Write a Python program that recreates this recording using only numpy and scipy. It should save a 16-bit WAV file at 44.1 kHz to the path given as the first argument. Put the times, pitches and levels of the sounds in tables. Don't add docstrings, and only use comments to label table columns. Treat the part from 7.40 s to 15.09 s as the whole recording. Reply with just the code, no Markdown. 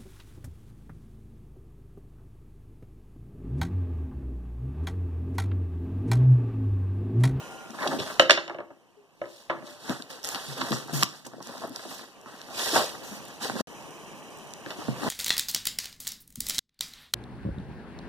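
import sys
import numpy as np
from scipy import signal
from scipy.fft import rfft, irfft, next_fast_len
from scipy.io import wavfile
from scipy.ndimage import uniform_filter1d, map_coordinates

SR = 44100
rng = np.random.default_rng(int(sys.argv[2]) if len(sys.argv) > 2 else 0)


def persist_wave(psi):
    counts = np.round(np.clip(psi, -1, 1) * 32767).astype(np.int16)
    wavfile.write(sys.argv[1], SR, np.atleast_2d(counts).T)


def undo_db(level):
    steps = np.asarray(level, float) / 20
    return 10 ** steps


N = 339129

# time in seconds, level in dB.
GAIN_LIFT = [(0, -41), (.35, -48.5), (.8, -47), (1.2, -62), (1.7, -61.5), (2.3, -55), (3.5, -47.5),
             (3.8, -81.5), (4.8, -51), (5.6, -44), (6.2, -48.5), (6.3, -44.5), (7.2, -45), (7.69, -40.5)]
# frequency in Hz, level in dB per Hz.
AIR_SPECTRUM = [(25, -9.5), (70, -10.5), (150, -0.5), (500, -1), (1150, -3.5), (1350, -12.5), (3100, -8.5),
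                (3400, -18.5), (6000, -18.5), (10000, -24), (15000, -27), (16500, -56.5)]
# frequency in Hz, width in Hz, level in dB.
FAR_RATTLE = [(780, 16, -50.5), (1410, 18, -48)]
# frequency in Hz, left level in dB, right level in dB.
WHINE_TONES = [(3000, -70, -70), (4000, -75, -75), (5001, -68, -72), (6002, -71, -58), (7000, -66, -69),
               (7640, -74, -78), (8336, -73, -71), (9001, -72, -74), (10002, -69, -73), (11000, -80, -80),
               (12000, -80, -78), (14002, -80, -77)]
WHINE_EVERY_S, WHINE_PAUSE_S, WHINE_FIRST_S = .08, .013, .014

# frequency in Hz, t60 in seconds.
ROOM_T60 = [(150, 0.42), (600, 0.37), (2000, 0.31), (6000, 0.31), (14000, 0.9)]
# frequency in Hz, level in dB.
WALL_COLOUR = [(100, 2.5), (6000, 1), (9000, -13), (15000, -14)]

# frequency in Hz, width in Hz, level in dB.
BOX_WALLS = [(129, 11, -4.5), (188.6, 28, -6.5), (255, 40, -2), (350, 17, -8)]
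# start in seconds, length in seconds, first Hz, last Hz, peak in dB.
GROAN_EVENTS = [
    (2.26, .13, 592, 588, -44.5),
    (0.834, 0.61, 335, 337, -45),
    (1.566, 0.13, 427.5, 400, -52),
    (3.083, .08, 158.3, 127.6, -34),
    (3.222, 0.033, 229, 269, -31.5),
    (3.307, 0.083, 150.6, 131, -32.5),
    (3.53, 0.11, 165, 131.8, -24.5),
    (5.714, 0.096, 203, 207.4, -39),
    (6.163, 0.038, 207, 202.7, -35),
    (7.485, 0.084, 212, 198, -37),
]
# start in seconds, swell in seconds, hold in seconds, rub in dB,
# lightness in dB (more hiss, less boom).
HAND_STROKES = [(.3, 0.15, 0.1, -38.5, -2.5), (.59, 0.0046, 0.12, -41, 0.5), (1.8, 0.11, 0.11, -63.5, 10.5),
                (2.1, .01, 0.11, -58, -4), (2.23, 0.036, 0.053, -50, 1.8), (2.4, 0.1, 0.02, -39, 0),
                (2.69, 0.013, 0.027, -47.5, 4), (2.84, 0.012, 0.28, -44, 3.5),
                (3.12, 0.064, 0.19, -39, 0.5), (3.45, 0.047, 0.14, -43.5, -2), (3.66, .01, 0.1, -51, 1),
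                (3.85, .01, 0.42, -54.5, -4), (4.01, 0.017, .22, -47, 0.5), (4.27, 0.097, .24, -46, 1),
                (4.85, 0.034, 0.33, -52.5, -0.5), (5.135, 0.062, 0.16, -36, 7),
                (5.31, 0.044, 0.016, -27.5, 4.5), (5.5, 0.017, 0.43, -52, 0.5),
                (6.006, 0.01805, 0.026, -32.5, 0), (6.12, .08, .02, -33.5, -2.5),
                (7.24, 0.056, 0.015, -45, -1), (7.34, 0.042, 0.12, -48, 1.5), (7.55, 0.11, .03, -35, -2)]
SWELL_DB, FADE_DB_PER_S, BOOM_DB, BOOM_SHRINKS = 14, 130, -7, 3.5
# frequency in Hz, level in dB per Hz.
RUB_SPECTRUM = [(120, -57), (200, -8.5), (443, -2), (673, -0.5), (1090, -2.5), (1810, -3), (1930, -1),
                (2340, -39), (2600, -61.5), (3380, -45), (5720, -120)]
# frequency in Hz, level in dB per Hz.
HISS_SPECTRUM = [(1500, -11.5), (2200, -6.5), (3700, -0.5), (4700, -0.5), (5700, -4), (7500, -7),
                 (10000, -10), (14000, -14.5), (16000, -18)]
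# start in seconds, length in seconds, hiss in dB.
TAPE_RIPS = [
    (2.832, 0.091, -38.5),
    (3.529, .1, -31.5),
    (3.845, 0.02, -48.5),
    (4.493, 0.058, -43),
    (5.63, 0.14, -44),
]
# frequency in Hz, level in dB per Hz.
RIP_SPECTRUM = [(1500, -3.5), (3000, -4.5), (6000, 0), (9000, -8), (13000, -7), (16000, -12)]
RIP_SWELL_S, RIP_FADE_DB_PER_S = 0.0073, 600.5
STEP = 16

# time in seconds, peak in dB, centre in Hz.
TAPE_TICKS = [(0.3063, -33, 5300), (0.42, -37, 3820), (0.4758, -22, 3740), (0.477, -29, 4050),
              (2.6229, -25, 3880), (2.7993, -45, 3770), (2.831, -30, 5860), (2.8416, -20, 5460),
              (2.8465, -17, 5530), (2.8528, -21.5, 7720), (2.873, -21, 6300), (2.889, -22, 3720),
              (2.8894, -20, 7500), (2.911, -33.5, 3610), (2.8172, -43, 3350), (3.3064, -27, 7500),
              (3.4006, -39.5, 3670), (3.476, -33, 10100), (3.529, -32, 8000), (3.539, -32, 5590),
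              (3.6252, -23, 6300), (3.6327, 0, 4700), (3.642, -25.5, 6000), (4.027, -31, 5630),
              (4.0725, -27.5, 6330), (4.1803, -32.5, 5200), (4.2952, -35, 11000), (4.361, -20, 5200),
              (4.275, -37, 11000), (4.3947, -37, 3560), (4.8139, -40.5, 6000), (5.016, -27, 3950),
              (6.0217, -31, 5270), (6.4099, -39.5, 5950), (6.4252, -41, 5990), (6.5077, -41.5, 8500),
              (7.0728, -41, 8400), (7.1079, -37.5, 6020), (7.137, -28, 5800), (7.09, -48, 7000),
              (7.122, -45, 7000)]
# time in seconds, peak in dB.
TAPE_SETTLES = [
    (5.8525, -38),
    (5.883, -36.5),
    (5.9419, -37.5),
    (6.9057, -40),
    (6.9737, -40),
    (6.986, -39),
]
SETTLE_HZ = 9030
# time in seconds, peak in dB, centre in Hz, bright crack in relative dB, t60 in seconds.
FLAP_KNOCKS = [(2.427, -40, 729, -11, .06), (2.496, -27.5, 901, 1.5, 0.073), (2.596, -35.5, 650, -15, .06),
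               (2.705, -37.5, 512, 7, 0.29), (2.922, -28.5, 980, -11.5, 0.066),
               (2.947, -22.5, 1373, 4.5, 0.11), (2.958, -24.5, 812, 6, 0.14), (3.211, -23, 902, -2.5, .05),
               (3.2163, -13.5, 1030, -15, 0.053), (3.6272, -6.5, 1187, -3, 0.02),
               (3.6313, -15, 1000, -4, .039), (3.849, -34.5, 1700, -15.5, .07), (3.865, -32, 544, -2, 0.12),
               (3.935, -32, 686, -13, .041), (4.004, -31.5, 560, -11.5, .06),
               (4.071, -37, 498.4, -13, 0.056), (4.093, -32, 504, -13.5, .057), (4.151, -30, 529, -17, .05),
               (4.178, -36, 841, -20, .05), (4.281, -35.5, 664, -15.5, .05), (4.219, -35, 903, -19, .06),
               (4.237, -24, 662, -22, 0.1), (4.369, -34, 680, -3, 0.064), (4.514, -31, 682, -12.5, .2),
               (4.612, -37.5, 560, 0, 0.047), (4.86, -32, 1142, -26, 0.19), (5.087, -32, 631, -16, 0.4),
               (5.338, -24, 690, -21.5, 0.05), (5.3595, -7, 720, -20, 0.1), (5.364, -9, 911, -20.5, 0.059),
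               (5.378, -12, 553, -20, 0.19), (5.395, -19, 550, -1.5, .2), (5.721, -34, 693, -16, 0.13),
               (6.012, -30, 657, -19, 0.075), (6.098, -15, 700, -25, 0.023), (6.117, -29, 698, -11.5, .04),
               (7.262, -24.5, 1730, -12.5, .03), (7.295, -32.5, 1200, -14.5, 0.039),
               (7.483, -24.5, 1000, -21.5, .04), (7.418, -29, 585.5, -18, 0.11),
               (7.584, -45, 707, -12.5, .1)]
KNOCK_THUD_DB, KNOCK_THUD_SHRINKS = -21.5, 0.34
SNAP_DB, SNAP_HZ = -10, 4060
# time in seconds, peak in dB, low thud in relative dB,
# bright crack in relative dB.
PALM_THUMPS = [(2.4957, -22, 1, 3.5), (3.306, -29, -24.5, -8), (3.32, -23, -1.5, 7.5),
               (3.345, -31, -5, -10.5), (3.532, -33.5, 8.5, -5.5), (3.98, -43, -5.5, -29.5),
               (4.456, -32, -13, -17.5), (5.333, -20.5, -24.5, -21.5), (6.155, -26, 1.5, -14.5),
               (6.2065, -18.5, -4, -12), (7.263, -29, -14, -12), (7.386, -30.5, -22.5, -18),
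               (7.484, -20.5, 4.5, -36), (7.502, -32.5, -2.5, -25), (7.522, -42.5, -2.5, -25)]
THUMP_HZ, THUMP_T60_S = 308, 0.088

# time in seconds, peak in dB, centre in Hz, t60 in seconds.
SCUFF_EVENTS = [(.335, -36, 1050, 0.22), (.392, -41, 4000, .12), (.421, -24, 1151, 0.063),
                (.421, -32, 3810, 0.088), (0.5882, -25, 326, 0.055), (0.5887, -24.5, 3500, 0.23),
                (0.8972, -14.5, 3690, 0.11), (0.9056, -15, 5500, 0.13), (.975, -17.5, 1543, 0.073),
                (2.111, -25, 1050, 0.15), (2.098, -30.5, 3165, 0.11), (3.3067, -28, 4470, .02),
                (3.31, -21, 300, 0.027), (3.3246, -23, 1302, .04), (3.326, -25.5, 3680, .03),
                (3.329, -23, 6210, 0.2), (3.346, -28, 300, 0.026), (3.385, -35.5, 1502, .1),
                (3.459, -38, 300, .04), (3.852, -30, 6000, .02), (3.866, -31, 8000, .03),
                (3.982, -37.5, 421, .04), (4.218, -30.5, 850, 0.051), (4.247, -28, 421, 0.03),
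                (4.393, -32.5, 1600, 0.025), (5.36, -17.5, 1035, 0.097), (.897, -3, 1460, .025),
                (.7965, -21, 6500, 0.11), (.462, -21, 780, 0.068), (0.4751, -13, 3960, .025),
                (.53, -21.5, 700, .05), (3.6335, -22.5, 13000, 0.0065), (7.264, -30, 326, 0.065),
                (7.645, -26, 720, .1), (7.667, -28, 720, 0.055), (7.684, -32.5, 3410, .04),
                (3.213, -18.5, 3570, .05), (2.95, -28, 3310, 0.087), (3.94, -37, 504, .05),
                (4.006, -35, 900, 0.043), (4.452, -31.5, 700, 0.042), (5.347, -27.5, 3610, .2),
                (.6, -31.5, 150, 0.1)]
SCUFF_RISE_S, SCUFF_WIDTH = 0.001, .45
JUDDER_S, JUDDER_EVERY_S, JUDDER_DB = 4.095, .0148, -37.5
JUDDER_HZ, JUDDER_T60_S = 900, 0.023
# frequency in Hz, level in dB, t60 in seconds.
TABLE_RING = [(527.3, 0, .25), (592, -2.5, .15), (1070, -7, .06), (1284, -12.5, .14), (1890, -26, .12)]
# frequency in Hz, level in dB, t60 in seconds.
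CUTTER_RING = [(3007, 0.5, 0.15), (3494, -12, 0.14), (3720, -20, .15), (6471, -17.5, .12)]
# time in seconds, table level in dB, cutter level in dB.
RING_EVENTS = [
    (.7968, -19, -21),
    (1.8165, -37.5, -51),
    (2.099, -31.5, -47.5),
]

# time in seconds, peak in dB, contact in Hz, cutter ring in relative dB,
# cutter in Hz.
CUTTER_DROPS = [(.528, -25, 365, -22, 3590), (.589, -34.5, 374, -4.5, 3220), (0.6, -28, 657, 6, 3510),
                (0.7962, -6, 1703, 3, 2940), (.7972, -4, 600, 0, 2920), (.821, -16, 516, -8, 2970),
                (0.8958, -13.5, 1490, -4, 3640), (.8975, -6, 1400, 0.5, 3840), (0.9071, -6, 1790, 8, 2770),
                (0.9096, -14.5, 600, 8, 3750), (0.9172, -19.5, 705, 3.5, 3620), (.976, -20, 830, -1, 3076),
                (1.816, -22.5, 595, -20, 2940), (1.839, -30, 610, -29, 2700), (1.856, -35, 581, -10, 3540),
                (2.098, -16.5, 800, -20.5, 3070), (2.104, -20, 1300, -15, 3170)]
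# time in seconds, peak in dB, contact in Hz,
# cutter ring in relative dB, cutter in Hz.
CUTTER_ROCKS = [
    (1.079, -31, 600, 1.5, 2970),
    (1.097, -24, 743, -11, 2930),
    (1.112, -35.5, 757, -25, 3000),
    (1.146, -29, 600, -14, 2980),
    (1.186, -25.5, 592, -18, 2950),
    (1.203, -28, 613, -20, 3000),
    (1.304, -37.5, 714, -32, 3300),
    (2.224, -37, 574, -19, 3000),
    (2.268, -47, 592, 8, 3740),
    (7.306, -40.5, 1190, 15.5, 2970),
]
# time in seconds, peak in dB, contact in Hz, cutter ring in relative dB.
CUTTER_DRAGS = [
    (0.386, -27.5, 1100, -19.5),
    (.408, -27.5, 1100, -21),
    (0.429, -20.5, 1090, -11.5),
    (.456, -21.5, 686, -19.5),
    (.515, -31, 500, -21.5),
    (.668, -34, 1250, -15),
    (.70, -28.5, 1250, -17.5),
]
# frequency in Hz, width in Hz, level in dB.
TABLE_TOP = [(531, 56, -3), (595, 65, 4), (720, 25, -9), (930, 24, -15), (1009, 27, -10), (1288, 50, -11),
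             (1570, 160, -7.5), (1750, 84, -4), (1920, 120, -2), (2185, 200, 0.5)]
# frequency in Hz, width in Hz, level in dB.
TABLE_FRAME = [(340, 18, 5.5), (273.4, 13, 0), (143.3, 73, -10), (400, 47, -1.5)]
# frequency in Hz, width in Hz, level in dB.
CUTTER_BODY = [(2830, 280, -4), (2920, 160, -3.5), (2970, 45, 2.5), (3525, 50, -4), (3740, 50, -0.5),
               (4200, 220, -3.5), (5200, 770, -2), (6060, 400, -11.5), (6500, 290, -0.5)]
DRAG_RING_HZ, DRAG_RISE_S, DROP_RISE_S, ROCK_RISE_S = 3800, .01, .0002, 0.0028
HARD_DB, EDGE_DB, EDGE_HZ = -16, -15.5, 1300
TABLE_T60_S = 0.17
DRAG_THUD_DB, DRAG_THUD_PER_OCT = 8.5, 17
DROP_THUD_DB, DROP_THUD_SHRINKS = -24, 0.42

# frequency in Hz, lead in radians.
PORT_TURN = [(20, -3), (90, -2), (500, 0), (1200, 0.5), (1700, 1.18), (2300, 4), (3400, 5.5), (4700, 9.5),
             (7000, 16), (10300, 27.5), (16000, 36)]
# frequency in Hz, likeness from 0 to 1.
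PORT_LIKENESS = [(50, 0.49), (300, 0.47), (1000, 1), (3500, 0.8), (6000, 0.35), (9000, 0.074),
                 (15000, 0.09)]
# start in seconds, end in seconds.
SILENCE = (6.213, 6.272)
LOUD_DB = -24
TOP_HZ = 16000

T = np.arange(8192) / SR


def unit(x):
    return x / np.sqrt(np.mean(x ** 2) + 1e-20)


def peak(x):
    return x / np.abs(x).max()


def along(points, hz):
    f, v = np.transpose(points)
    return np.interp(np.log(hz + 1), np.log(f + 1), v)


def wobble(rate):
    knots = rng.standard_normal(int(N * rate / SR) + 4)
    return map_coordinates(knots, [np.arange(N) * rate / SR])


def filtered(x, response):
    m = next_fast_len(x.shape[-1] + 8192)
    return irfft(rfft(x, m) * response(np.fft.rfftfreq(m, 1 / SR)), m)[..., :x.shape[-1]]


def resonant(modes):
    def response(f):
        return sum((-1) ** k * undo_db(db) * 1j * f * w / (c * c - f * f + 1j * f * w)
                   for k, (c, w, db) in enumerate(modes))
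    return response


def nearest(modes, hz, fall_db):
    return [(c, w, db + rng.normal(0, 2) - fall_db * abs(np.log2(c / hz))) for c, w, db in modes]


def burst(t60, modes, rise=0.00018, top_hz=20000, kick=5, size=len(T)):
    t = T[:size]
    force = (1 - np.exp(-t / rise)) * undo_db(-60 * t / t60) * rng.standard_normal(size)
    force[:4] += kick * min(1, 0.00084 / rise)
    f = np.fft.rfftfreq(2 * size, 1 / SR)
    soft = 1 / (1 - (f / top_hz) ** 2 + 1.4j * f / top_hz) ** 2
    return peak(irfft(rfft(force, 2 * size) * resonant(modes)(f) * soft)[:size])


def add(out, s, sound):
    out[round(s * SR):][:len(sound)] += sound


def gain_lift():
    t = np.arange(N) / SR
    return undo_db(np.interp(t, *np.transpose(GAIN_LIFT)) + 0.27 * wobble(7.6))


def room_air(lift):
    t = np.arange(N) / SR
    air = unit(filtered(rng.standard_normal(N), lambda hz: undo_db(along(AIR_SPECTRUM, hz))))
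    far = filtered(rng.standard_normal(N), resonant(FAR_RATTLE))
    return lift * air + undo_db(25.5 - 100 * np.maximum(t - .25, 0)) * far


def camera_whine(lift):
    t = np.arange(N) / SR
    running = uniform_filter1d(1.0 * ((t - WHINE_FIRST_S) % WHINE_EVERY_S > WHINE_PAUSE_S), size=132)
    whine = np.zeros((2, N))
    for hz, left_db, right_db in WHINE_TONES:
        tone = undo_db(49.5 + 1.5 * wobble(25)) * running * np.sin(2 * np.pi * (hz * t + rng.random()))
        whine += undo_db([[left_db], [right_db]]) * tone
    fade = undo_db(-40 * np.clip(t - 7.2, 0, .25))
    return lift * whine * fade * np.clip(lift / undo_db(-43.5), 0, 1) ** .5


def room(x):
    out, size = np.zeros(N + SR), SR // 4
    for start in range(0, N, size):
        hz, t, z = signal.stft(rng.standard_normal(SR // 2), SR, nperseg=256)
        tail_db = along(WALL_COLOUR, hz)[:, None] - 60 * t / along(ROOM_T60, hz)[:, None]
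        tail = signal.istft(z * undo_db(tail_db), SR, nperseg=256)[1]
        wet = signal.fftconvolve(x[start:start + size], tail / np.linalg.norm(tail))
        out[start + 300:][:len(wet)] += wet
    return out[:N]


def groans():
    out, waver = np.zeros(N), wobble(40)
    for s, length, first_hz, last_hz, db in GROAN_EVENTS:
        u = np.arange(round(length * SR)) / (length * SR)
        hz = last_hz + (first_hz - last_hz) * np.exp(-3 * u)
        hum = np.sin(2 * np.pi * np.cumsum(hz) / SR)
        add(out, s, undo_db(db) * np.sin(np.pi * u ** 0.4) * hum)
    return out * undo_db(2.0 * waver)


def grit(spread_db, clump_db, clump_rate):
    size = undo_db(spread_db * np.minimum(rng.exponential(size=N), 6) + clump_db * wobble(clump_rate))
    return size * rng.standard_normal(N)


def stroke_db(start, swell, hold, fade):
    t = np.arange(0, N, STEP) / SR - start
    shape = np.minimum(SWELL_DB * np.minimum(t / swell - 1, 0), -fade * (t - swell - hold))
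    return np.maximum(shape, -120)


def hands():
    shapes = np.array([stroke_db(s, swell, hold, FADE_DB_PER_S) + db for s, swell, hold, db, _ in HAND_STROKES])
    light_db = np.array(HAND_STROKES)[:, -1:]
    rips = [stroke_db(s, RIP_SWELL_S, length, RIP_FADE_DB_PER_S) + db for s, length, db in TAPE_RIPS]

    def level(shapes_db):
        return undo_db(np.repeat(np.max(shapes_db, axis=0), STEP)[:N])

    boom = unit(filtered(grit(3, 4.5, 30), resonant(BOX_WALLS)))
    rub = unit(filtered(grit(3.75, 3.85, 60), lambda hz: undo_db(along(RUB_SPECTRUM, hz))))
    hiss = unit(filtered(grit(2.77, 0.59, 120), lambda hz: undo_db(along(HISS_SPECTRUM, hz))))
    rip = unit(filtered(grit(1.2, 0.69, 140), lambda hz: undo_db(along(RIP_SPECTRUM, hz))))
    out = level(shapes + BOOM_DB - BOOM_SHRINKS * light_db) * boom
    out += level(shapes) * rub
    out += level(shapes + light_db) * hiss
    return out + level(rips) * rip


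def blows():
    thumps = [(s, db, THUMP_HZ, low_db, crack_db, THUMP_T60_S) for s, db, low_db, crack_db in PALM_THUMPS]
    return thumps + [(s, db, hz, KNOCK_THUD_DB - KNOCK_THUD_SHRINKS * db, crack_db, t60)
                     for s, db, hz, crack_db, t60 in FLAP_KNOCKS]


def tape():
    out = np.zeros(N + SR)
    edges = [(s, db + ring_db + EDGE_DB, EDGE_HZ) for s, db, _, ring_db, _ in CUTTER_DROPS if db > HARD_DB]
    snaps = [(s, db + crack_db + SNAP_DB, SNAP_HZ) for s, db, _, _, crack_db, _ in blows()]
    settles = [(s, db, SETTLE_HZ) for s, db in TAPE_SETTLES]
    for s, db, hz in TAPE_TICKS + edges + snaps + settles:
        modes = [(hz, .35 * hz, 0), (12500, 8000, -12)]
        add(out, s, undo_db(db + 4) * burst(.004, modes, .00003, top_hz=3 * hz, kick=1.5, size=512))
    return out[:N]


def knocks():
    out = np.zeros(N + SR)
    for s, db, hz, low_db, crack_db, t60 in blows():
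        flap = burst(t60, [(hz, 0.26 * hz, 0), (2.13 * hz, 0.72 * hz, -9)], 0.001, top_hz=2670, kick=4.33)
        boom = burst(.5 * t60, nearest(BOX_WALLS, 137, 0), 0.0021, top_hz=600, kick=13.0)
        crack = burst(0.41 * t60, [(3550, 5100, 4.5), (5900, 2000, 4.5), (11120, 5000, -11.0)])
        add(out, s, undo_db(db) * (flap + undo_db(low_db) * boom + undo_db(crack_db) * crack))
    return out[:N]


def scuffs():
    out = np.zeros(N + SR)
    judder = [(JUDDER_S + k * JUDDER_EVERY_S, JUDDER_DB, JUDDER_HZ, JUDDER_T60_S) for k in range(7)]
    for s, db, hz, t60 in SCUFF_EVENTS + judder:
        size = len(T) if t60 > .085 else len(T) // 2
        modes = [(hz, SCUFF_WIDTH * hz, 0)]
        add(out, s, undo_db(db) * burst(t60, modes, SCUFF_RISE_S, top_hz=2 * hz, kick=1.7, size=size))
    return out[:N]


def free_ringing():
    def ring(modes):
        return sum(undo_db(db + rng.normal(0, 2.9) - 60 * T / t60) * np.sin(2 * np.pi * hz * T)
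                   for hz, db, t60 in modes)

    out = np.zeros(N + SR)
    for s, table_db, cutter_db in RING_EVENTS:
        add(out, s, undo_db(table_db) * ring(TABLE_RING) + undo_db(cutter_db) * ring(CUTTER_RING))
    return out[:N]


def cutter():
    out = np.zeros(N + SR)
    contacts = [(s, db, hz, DRAG_THUD_DB - DRAG_THUD_PER_OCT * np.log2(hz / 370), ring_db, DRAG_RING_HZ, DRAG_RISE_S)
                for s, db, hz, ring_db in CUTTER_DRAGS]
    for events, rise in [(CUTTER_DROPS, DROP_RISE_S), (CUTTER_ROCKS, ROCK_RISE_S)]:
        contacts += [(s, db, hz, DROP_THUD_DB - DROP_THUD_SHRINKS * db, ring_db, ring_hz, rise)
                     for s, db, hz, ring_db, ring_hz in events]
    for s, db, hz, low_db, ring_db, ring_hz, rise in contacts:
        top = burst(.25 * TABLE_T60_S, nearest(TABLE_TOP, hz, 6), rise, top_hz=2400, kick=12)
        tap = burst(0.48 * TABLE_T60_S, [(hz, .5 * hz, 0), (1400, 900, -5)], rise, top_hz=2780)
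        wood = peak(top + 0.71 * tap)
        blade = burst(.02, nearest(CUTTER_BODY, ring_hz, 15), rise, top_hz=8500, kick=9)
        thud = burst(0.52 * TABLE_T60_S, TABLE_FRAME, rise, top_hz=767, kick=4.8)
        add(out, s, undo_db(db + 1.0) * (wood + undo_db(low_db) * thud + undo_db(ring_db) * blade))
    return out[:N]


def spread(x, direct, step=0.093, dip=0.19):
    z = signal.stft(x, nperseg=128)[2]
    field = uniform_filter1d(rng.standard_normal((2, *z.shape)), size=10, axis=2)
    other = signal.istft(z * np.exp(1j * np.arctan2(*field)), nperseg=128)[1][:N]
    other = other * np.std(x) / np.std(other)
    hz = np.fft.rfftfreq(next_fast_len(N + 8192), 1 / SR)
    turn = np.interp(hz, *np.transpose(PORT_TURN))
    alike = along(PORT_LIKENESS, hz) * (1 - dip * (hz > 1200) * np.sin(turn) ** 2)
    angle = np.arccos(np.clip(alike, 0, 1)) / 2
    sign = np.array([[-1], [1]])
    balance = undo_db(sign * along([(300, -0.47), (2000, 0.36), (12000, 1.0)], hz))
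    ports = np.exp(.5j * sign * (turn - step * (hz > 1200) * np.sin(2 * turn))) * balance
    clicks = filtered(direct, lambda f: ports)
    shared = filtered(x, lambda f: ports * np.cos(angle))
    return clicks + shared + filtered(other, lambda f: (f > 150) * sign * ports * np.sin(angle))


def scene():
    table = cutter() + scuffs() + free_ringing()
    ticks = tape()
    box = knocks() + groans() + hands()
    lift = gain_lift()
    action = .5 * table + box + room(undo_db(-13.0) * table + undo_db(-18.5) * (box + ticks))
    action[round(SILENCE[1] * SR):round(6.4 * SR)] = 0
    return spread(action + room_air(lift), ticks + .5 * table) + camera_whine(lift)


def hollow(x):
    t = np.arange(N) / SR
    bare = (t < .33) | (t > SILENCE[1]) & (t < 7.26)
    calm = np.clip(2 - uniform_filter1d(np.abs(x.mean(0)), size=600) / undo_db(LOUD_DB), 0, 1)
    # centre in Hz, width in Hz, emptiness for near sounds, emptiness for bare air.
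    bands = [(2200, 170, 1, -3), (2390, 170, 3.6, -4), (4580, 200, -6, 2), (11500, 400, -12, 4)]
    for centre_hz, width_hz, near, air in bands:
        band = filtered(x.mean(0), lambda hz: np.exp(-((hz - centre_hz) / width_hz) ** 6))
        x = x - band * calm * np.clip(4 * wobble(22) + np.where(bare, air, near), 0, 1)
    return x


def low_pass(x):
    return signal.sosfilt(signal.butter(12, 15970, fs=SR, output="sos"), x)


def record(dry):
    t = np.arange(N) / SR
    start, end = SILENCE
    fall_db = np.maximum(-24 - 3000 * (t - start) - 200 * (t > 6.245), -300)
    gate_db = np.where((t > start) & (t < end), fall_db, 0)
    tilt = [(30, 1.5), (100, -1.0), (130, 0.5), (14000, -1.5), (15500, -12.5)]  # (Hz, dB)
    heard = filtered(hollow(dry), lambda hz: undo_db(along(tilt, hz)) * (hz < TOP_HZ))
    mix = np.clip(heard * undo_db(gate_db), -1, 1)
    return low_pass(mix)


dry = scene()
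out = record(dry)
persist_wave(out)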